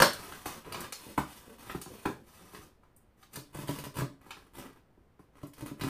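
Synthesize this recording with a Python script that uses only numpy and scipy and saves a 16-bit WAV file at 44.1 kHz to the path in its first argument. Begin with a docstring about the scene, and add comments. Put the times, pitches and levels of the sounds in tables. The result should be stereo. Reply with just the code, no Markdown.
"""Opening a taped cardboard box

Someone holds a box on the lap, a few steps away in a small, quiet room with a wooden floor.
Scissors knock on it, then hands slide over it, bump it and bend its walls as it is turned.
A blade saws through the packing tape in jerks: it sticks and slips, tape and cardboard snap,
and the hollow box booms."""
import sys
import numpy as np
from scipy import signal
from scipy.fft import rfft, irfft
from scipy.io import wavfile
from scipy.ndimage import uniform_filter1d

SR = 44100
rng = np.random.default_rng(int(sys.argv[2]) if len(sys.argv) > 2 else 0)


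def int16_out(signal):
    """Quantize to a 16-bit WAV file."""
    q = np.round(np.clip(np.atleast_2d(signal).T, -1, 1) * 32767)
    wavfile.write(sys.argv[1], SR, q.astype(np.int16))


N = 259731
HIT = SR // 3   # samples in one short hit
HIT_S = np.arange(HIT) / SR


def from_db(db):
    """Turn decibels into a number to multiply by."""
    return 10 ** (np.asarray(db) / 20)

def rms_one(x):
    """Scale a long sound to an average power of 1."""
    return x / np.sqrt(np.mean(x ** 2) + 1e-20)

def energy_one(x):
    """Scale a short sound to a total energy of 1."""
    return x / np.sqrt(np.sum(x ** 2) + 1e-20)

def steady(x, size=3000):
    """Even out slow changes in loudness but keep the fine grain."""
    return x / np.sqrt(np.abs(uniform_filter1d(x ** 2, size)) + 1e-12)

def at_hz(points, hz):
    """Read between the rows of a table, giving every octave equal room."""
    known, values = np.transpose(points)
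    return np.interp(np.log(np.maximum(hz, 1)), np.log(known), values)

def add(track, s, sound):
    """Mix a sound into the track, starting at s seconds."""
    at = max(round(s * SR), 0)
    track[at:at + len(sound)] += sound[:N - at]

def through(x, response):
    """Give every sample of a sound the same echo or ring."""
    return signal.fftconvolve(x, response)[:len(x)]

def cut_bass(x, hz, order=2):
    """Weaken everything below hz."""
    return signal.sosfilt(signal.butter(order, hz, "high", fs=SR, output="sos"), x)

def colour(x, tone, size=4096):
    """Make some frequencies louder and others softer, following rows of (Hz, dB)."""
    gains = from_db(at_hz(tone, np.arange(size // 2 + 1) * SR / size))
    cepstrum = irfft(np.log(gains))
    # folding it in half makes the filter ring only after a hit, never before
    cepstrum[1:size // 2] *= 2
    cepstrum[size // 2 + 1:] = 0
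    return through(x, irfft(np.exp(rfft(cepstrum))))

def drift(per_s, count=3000):
    """A random curve that wanders around zero, mostly within 1 of it."""
    return np.interp(np.arange(N) * per_s / SR, np.arange(count), rng.standard_normal(count))

def ringing(modes, scatter_db, detune=0.0):
    """A struck object rings with fading tones (modes); strength and pitch can vary by chance."""
    hz, db, fade_s = np.transpose(modes)[:, :, None]
    strength, shift = rng.standard_normal((2, *hz.shape))
    sign = (-1) ** np.arange(len(hz))[:, None]
    waves = np.sin(2 * np.pi * hz * np.exp(detune * shift) * HIT_S)
    levels = from_db(db + scatter_db * strength - 60 * HIT_S / fade_s)
    return energy_one(np.sum(sign * levels * waves, axis=0))

def burst(fade_s, rise_s):
    """Many tiny cracks blur into a puff of noise that builds up and dies."""
    envelope = (1 - np.exp(-HIT_S / rise_s)) ** 2 * from_db(-60 * HIT_S / fade_s)
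    return energy_one(rng.standard_normal(HIT) * envelope)

def slips(per_s, spread_db, clump_db, clumps_per_s):
    """Rubbing surfaces stick and slip, making uneven clicks that come in clumps."""
    sizes = from_db(spread_db * np.minimum(rng.exponential(1, N), 4) + clump_db * drift(clumps_per_s))
    signs = rng.choice([-1, 1], N)
    slipped = rng.random(N) < per_s / SR
    return steady(sizes * signs * slipped)

def squeaky(x, ring, low_hz, high_hz, count):
    """As the touching point moves, faint squeaks come and go in the rubbing."""
    width_hz, ring_db, swing_db, per_s = ring
    pitches = np.geomspace(low_hz, high_hz, count) * np.exp(.02 * rng.standard_normal(count))
    out = x
    for k, hz in enumerate(pitches):
        squeak = signal.lfilter(*signal.iirpeak(hz, hz / width_hz, fs=SR), x)
        out = out + (-1) ** k * squeak * from_db(ring_db + swing_db * drift(per_s))
    return steady(out)

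def stroke_envelope(starts, lengths, levels_db, shape):
    """Loudness of hand strokes: each swells, sags as the arm runs out of reach, and dies."""
    swell_share, sag_db_per_s, release_db_per_s = shape
    power = np.zeros(N)
    t = np.arange(SR) / SR
    for s, length, db in zip(starts, lengths, levels_db):
        swell = np.sin(np.pi / 2 * np.minimum(t / (swell_share * length), 1))
        fall_db = sag_db_per_s * t + release_db_per_s * np.maximum(t - length, 0)
        add(power, s, (swell * from_db(db - fall_db)) ** 2)
    return np.sqrt(power)


# How alike the room sounds left and right. Each row: frequency in Hz, likeness from 0 to 1.
LIKENESS = [(150, 0.86), (300, 0.71), (600, 0.29), (1100, 0.15), (2200, 0.14), (5000, 0.091)]
def stereo_noise(size):
    """Noise from all around reaches two close microphones alike in the bass, unlike in the treble."""
    shared, opposite = rfft(rng.standard_normal((2, size)))
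    alike = at_hz(LIKENESS, np.arange(len(shared)) * SR / size)
    return irfft(np.sqrt(1 + alike) * shared + np.sqrt(1 - alike) * opposite * [[1], [-1]], size)

# The tone of the still room. Each row: frequency in Hz, relative level in dB.
HUSH_TONE = [(60, -3), (400, -12.5), (1500, -22.5), (3500, -34), (7000, -41.5), (14000, -39)]
def room_hush(level_db=-64):
    """A faint, low noise fills the room."""
    return from_db(level_db) * rms_one(np.array([colour(ear, HUSH_TONE) for ear in stereo_noise(N)]))

# How long the room rings. Each row: frequency in Hz, seconds to fade by 60 dB.
ROOM_FADE = [(150, 0.29), (1000, 0.26), (5000, 0.31), (14000, 0.22)]
def echo_tail(build_s=0.0015, absorb_hz=300):
    """Countless echoes blur and fade, each octave at its own pace; furniture and walls soak up bass."""
    size = SR // 2
    t, hz = np.arange(size) / SR, np.arange(size // 2 + 1) * SR / size
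    spectrum, tail = rfft(stereo_noise(size)), 0
    octave = np.round(np.log2(np.clip(hz, 64, 16000)))
    for k in np.unique(octave):
        band = irfft(spectrum * (octave == k), size)
        tail = tail + band * from_db(-60 * t / at_hz(ROOM_FADE, 2 ** k))
    tail = np.sqrt(2) * energy_one(tail * (1 - np.exp(-t / build_s)))
    return cut_bass(tail, absorb_hz, order=1)

# Echoes off desk, floor and cabinet.
# Each row: left delay in seconds, right delay in seconds, level in dB against the direct sound.
FIRST_ECHOES = [(.0025, .00316, -5.5), (.0072, 0.0041, -21), (0.0093, 0.0091, -12.5)]
def room(x, direct_db=-2, tail_db=-1, left_lag_s=0.00008):
    """The sound arrives directly, then as a few echoes, then as a tail that shifts as box and arms move."""
    early = np.zeros((2, HIT))
    for left, right, db in FIRST_ECHOES:
        early[[0, 1], [round(left * SR), round(right * SR)]] += from_db(db)
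    early = cut_bass(early, hz=600)   # bass bends round small surfaces instead of coming back
    early[[0, 1], [round(left_lag_s * SR), 0]] += 1   # the direct sound
    out = from_db(direct_db) * np.array([through(x, ear) for ear in early])
    blend = np.array([drift(per_s=7) for _ in range(4)])   # wander between four tails
    for share in blend / np.linalg.norm(blend, axis=0):
        out += from_db(tail_db) * np.array([through(x * share, ear) for ear in echo_tail()])
    return out

# The tone of the hollow box. Each row: frequency in Hz, relative level in dB.
BOOM_TONE = [(25, -10.5), (90, -3.5), (170, -2), (300, -2), (420, -2), (600, -11.5), (1200, -35)]
def box_boom(friction):
    """The hollow box turns small clicks into a low boom."""
    return colour(friction, BOOM_TONE)

# The box bends. Each row: start in seconds, length in seconds, relative level in dB.
FLEXES = [(0.656, 0.25, -43), (1.065, 0.036, -41.5), (1.464, 0.087, -45.5), (1.901, 0.028, -39),
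          (2.062, 0.06, -39), (2.128, 0.073, -45.5), (2.404, 0.043, -50.5), (2.536, 0.15, -47.5),
          (4.609, 0.09, -49.5)]
# One bend: share of its length spent swelling, then sag and release in dB per second.
FLEX_SHAPE = (0.15, 86, 350)
def wall_flexes(boom_db=-3):
    """The walls give under the grip with a dull rumble."""
    s, length, db = np.transpose(FLEXES)
    creep = slips(per_s=1100, spread_db=2, clump_db=8, clumps_per_s=37)
    return stroke_envelope(s, length, db + boom_db, FLEX_SHAPE) * rms_one(box_boom(creep))

# The tone of rubbed cardboard. Each row: frequency in Hz, relative level in dB.
RUB_TONE = [(250, -4.5), (450, -1.5), (780, -3.5), (1020, 1.5), (1600, -6), (2600, -11), (6000, -22.5)]
# Its squeaks: width in Hz, level in dB against the plain rub, swing in dB, changes per second.
BOARD_SQUEAKS = (72, -16.5, 5, 21.5)
def board_rub(friction):
    """Rubbed cardboard makes a soft, papery scrape."""
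    return squeaky(colour(friction, RUB_TONE), BOARD_SQUEAKS, low_hz=550, high_hz=2600, count=13)

# The tone of rubbed tape. Each row: frequency in Hz, relative level in dB.
RASP_TONE = [(900, -4.5), (2400, 2), (4400, 0), (6000, 0.5), (7300, -4), (9000, -1.5), (14000, -0.5)]
# Its squeaks: width in Hz, level in dB against the plain rasp, swing in dB, changes per second.
TAPE_SQUEAKS = (174, -21, 6, 18)
def tape_rasp(friction):
    """Tightly stretched tape makes a bright rasp when rubbed."""
    return squeaky(colour(friction, RASP_TONE), TAPE_SQUEAKS, low_hz=2400, high_hz=14000, count=20)

# A hand slides. Each row: start in seconds, length in seconds, rub in dB, rasp in dB above the rub.
SLIDES = [(0, 0.029, -26, -11), (0.111, 0.26, -47, -1.5), (0.36, 0.18, -57.5, 5), (0.433, 0.14, -48.5, -5),
          (0.616, 0.18, -49, -19), (0.719, 0.13, -43, -18), (0.942, 0.2, -55.5, 4.5),
          (1.239, 0.15, -57, 5.5), (1.395, 0.15, -58, -3), (1.577, 0.056, -53.5, -0.5),
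          (1.646, 0.097, -48, -5.5), (1.797, 0.32, -56, 2), (2.221, 0.33, -58.5, 1.5),
          (2.485, 0.16, -59, 1), (3.166, 0.075, -68, 1)]
# One slide: share of its length spent swelling, then sag and release in dB per second.
SLIDE_SHAPE = (0.47, 18, 280)
def hand_slides(boom_db=-7):
    """Hands slide smoothly over cardboard and tape; the box booms a little with them."""
    s, length, db, rasp = np.transpose(SLIDES)
    friction = slips(per_s=6700, spread_db=2, clump_db=3.5, clumps_per_s=82)
    body = board_rub(friction) + from_db(boom_db) * rms_one(box_boom(friction))
    return (stroke_envelope(s, length, db, SLIDE_SHAPE) * body
            + stroke_envelope(s, length, db + rasp, SLIDE_SHAPE) * tape_rasp(friction))

# The tones of the box walls. Each row: pitch in Hz, relative level in dB, seconds to fade by 60 dB.
WALL_MODES = [(70, -17, 0.24), (136, -12, 0.2), (185, -7.5, 0.071), (291, -4, 0.079), (407, -4.5, 0.04),
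              (783, 3, 0.022), (1014, 1.5, 0.055), (1159, 0, 0.014), (1470, 6, 0.008), (2350, -11.5, 0.016)]
# Bumps on the box. Each row: start in seconds, then relative level, clap and crack, all in dB.
BUMPS = [(0.459, -28, -2, -0.5), (1.179, -16, -7, -17.5), (1.747, -25, -20, -17),
         (1.861, -36.5, -14.5, -18), (2.056, -19.5, -5.5, -37), (2.534, -43, -12, 0.5), (2.834, -61, 3, -7),
         (4.264, -45, -10.5, -5.5), (4.369, -45.5, -1.5, -7), (4.975, -50.5, -25, -24.5),
         (5.193, -43, -13, -16.5)]
def hand_bumps(gain_db=21, clap_db=3, crack_db=-1, thud_hz=380, clap_hz=850, brush_s=0.0034):
    """A hand brushes the box, then lands: a soft palm wakes low tones, a firm slap high ones too."""
    out = np.zeros(N)
    for s, db, clap, crack in BUMPS:
        walls = ringing(WALL_MODES, scatter_db=-0.7, detune=0.022)
        walls = energy_one(colour(walls, [(thud_hz, 0), (clap_hz, clap + clap_db)]))
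        scuff = energy_one(colour(burst(fade_s=0.02, rise_s=0.0072), RUB_TONE))
        contact = energy_one(colour(burst(fade_s=0.25, rise_s=0.00014), RASP_TONE))
        add(out, s - brush_s, from_db(db + gain_db + clap) * scuff)
        add(out, s, from_db(db + gain_db) * (walls + from_db(crack + crack_db) * contact))
    return out

# The tone of a snap. Each row: frequency in Hz, relative level in dB.
SNAP_TONE = [(250, -12), (1100, 2.5), (2200, -2.5), (4400, -1), (7200, -8), (14000, -9)]
# Tape and cardboard snap, and light taps land on the box (the dull rows). Each row: time in seconds, relative
# level in dB, relative treble in dB.
SNAPS = [(0.132, -22.5, 2.5), (0.323, -28.5, -33), (0.458, -25, 2), (0.647, -38.5, -15),
         (0.723, -22.5, -1.5), (0.745, -22, -15), (0.806, -23.5, 12), (0.842, -30, -12), (0.924, -19.5, -2),
         (1.595, -44, -10), (1.697, -24, -33), (1.815, -23, 6.5), (2.548, -31.5, -25), (2.964, -42, 38),
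         (3.229, -40, -10), (3.333, -32.5, 7), (3.358, -23.5, 2.5), (3.682, -25, -7), (3.986, -23, -1),
         (4.307, -25.5, -15.5), (5.431, -40, -6), (5.469, -41, 21.5), (5.535, -37.5, 0.5),
         (5.811, -22, -13)]
def snaps(gain_db=13, treble_db=7, middle_hz=2500, treble_hz=9000, strain_s=0.001195):
    """Tape and cardboard strain for an instant and give way in short bright crackles; the dull ones are light
    taps on the box."""
    out = np.zeros(N)
    for s, db, treble in SNAPS:
        crackle = colour(burst(fade_s=0.037, rise_s=0.00052), SNAP_TONE)
        crackle = energy_one(colour(crackle, [(middle_hz, 0), (treble_hz, treble + treble_db)]))
        add(out, s - strain_s, from_db(db + gain_db) * crackle)
    return out

# The tones of the knock. Each row: pitch in Hz, relative level in dB, seconds to fade by 60 dB.
KNOCK_MODES = [(174.4, -16.5, 0.034), (419.6, -12.5, 0.062), (550, -2.5, 0.05), (930, -3.5, 0.022),
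               (1083, -1, 0.018), (1246, -3, 0.028), (1430, 3.5, 0.012), (1625, 1, 0.011),
               (2730, -3, 0.0092), (4340, 2.5, 0.0064), (6180, -3, 0.0066)]
# A light touch, the knock and a bounce. Each row: start in seconds, relative level in dB.
KNOCKS = [(0.001, -14.5), (0.0204, -7.5), (0.027, -22.5)]
def scissor_knock(gain_db=21, crack_db=-4):
    """Steel hits the box with a crack and a short, stiff ring."""
    out = np.zeros(N)
    for s, db in KNOCKS:
        crack = energy_one(colour(burst(fade_s=0.0061, rise_s=0.0009), SNAP_TONE))
        ring = ringing(KNOCK_MODES, scatter_db=2.5, detune=0.021)
        add(out, s, from_db(db + gain_db) * (ring + from_db(crack_db) * crack))
    return cut_bass(out, hz=90)   # the knock carries no deep bass

# The tones of the taped end. Each row: pitch in Hz, relative level in dB, seconds to fade by 60 dB.
SEAM_MODES = [(141.5, 8, 0.14), (196, -8.5, 0.22), (288.8, 6.5, 0.12), (402, -5.5, 0.11), (580, 3.5, 0.034),
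              (987, -3, 0.04), (1316, -11, 0.036)]
# The blade jerks forward and catches. Each row: start in seconds, relative level in dB.
JERKS = [(3.37, -31), (3.552, -30), (3.586, -28.5), (3.633, -30), (3.69, -20), (3.717, -33.5),
         (3.795, -30.5), (3.864, -30), (3.964, -33), (3.987, -22.5), (4.018, -18.5), (5.433, -28.5),
         (5.624, -27.5), (5.713, -28), (5.814, -26), (5.842, -21.5), (5.865, -22.5)]
def blade_jerks(gain_db=20, tug_s=0.0011, free_s=.045, grip_db_per_s=500):
    """Each catch tugs the taped end of the box: it thumps and rings until the grip stills it."""
    out = np.zeros(N)
    tug = 1 - np.exp(-HIT_S / tug_s)
    grip = from_db(-grip_db_per_s * np.maximum(HIT_S - free_s, 0))
    for s, db in JERKS:
        ring = ringing(SEAM_MODES, scatter_db=2.5, detune=0.032)
        add(out, s, from_db(db + gain_db) * energy_one(tug * grip * ring))
    return out

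# One push of the blade: how fast it builds, sags and lets go, each in dB per second.
PUSH_SHAPE = (750, 21.5, 490)
def push_envelope(starts, lengths, levels_db, lead_s=.05):
    """Loudness of pushes: force builds until the blade bites, sags as it travels, then lets go."""
    build_db_per_s, sag_db_per_s, release_db_per_s = PUSH_SHAPE
    power = np.zeros(N)
    t = np.arange(SR) / SR - lead_s
    for s, length, db in zip(starts, lengths, levels_db):
        fall_db = np.maximum(-build_db_per_s * t, sag_db_per_s * t)
        fall_db += release_db_per_s * np.maximum(t - length, 0)
        add(power, s - lead_s, from_db(db - fall_db) ** 2)
    return np.sqrt(power)

# The blade cuts. Each row: bite time in seconds, length in seconds, rub in dB, rasp in dB above the rub.
CUTS = [(3.34, 0.049, -56.5, 6), (3.542, 0.023, -49, -2), (3.586, 0.032, -48, 0), (3.684, 0.019, -47, 4.5),
        (3.742, 0.011, -47.5, 2), (3.783, 0.0094, -47.5, 3.5), (3.84, 0.018, -48.5, 0.5),
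        (3.962, 0.016, -44, 0.5), (3.986, 0.018, -38.5, -19), (4.22, 0.25, -61, -16),
        (4.556, 0.051, -51, -1.5), (4.587, 0.087, -52.5, -21), (4.7, 0.077, -64, -37),
        (5.356, 0.11, -61, -20), (5.586, 0.025, -50.5, -2.5), (5.659, 0.029, -49.5, -3),
        (5.812, 0.09, -41.5, -10)]
def blade_cuts(boom_db=-3, seam_db=-8):
    """The blade's coarse bite rubs the cardboard, rasps the tape and makes the box boom and ring."""
    s, length, db, rasp = np.transpose(CUTS)
    sawing = slips(per_s=650, spread_db=4, clump_db=4, clumps_per_s=160)
    seam = from_db(seam_db) * steady(through(sawing, ringing(SEAM_MODES, scatter_db=-1)))
    boom = from_db(boom_db) * steady(box_boom(sawing))
    body = push_envelope(s, length, db) * (board_rub(sawing) + boom + seam)
    return body + push_envelope(s, length, db + rasp) * tape_rasp(sawing)


def scene():
    """The box is handled and cut in a quiet room."""
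    box = scissor_knock() + hand_bumps() + blade_jerks() + snaps()
    box = box + hand_slides() + wall_flexes() + blade_cuts()
    return room_hush() + room(box)

def record(dry, notch_hz=11400, notch_db=-24, top_hz=14600, top_db=-14, cutoff_hz=15950):
    """The microphone loses a narrow band of treble and fades at the very top; loud peaks are clipped."""
    tone = [(notch_hz - 850, 0), (notch_hz - 280, notch_db), (notch_hz + 280, notch_db),
            (notch_hz + 850, 0), (top_hz, 0), (cutoff_hz, top_db)]
    heard = np.clip([colour(ear, tone) for ear in dry], -1, 1)
    return signal.sosfilt(signal.cheby2(14, 70, cutoff_hz, fs=SR, output="sos"), heard)


dry = scene()
out = record(dry)
int16_out(out)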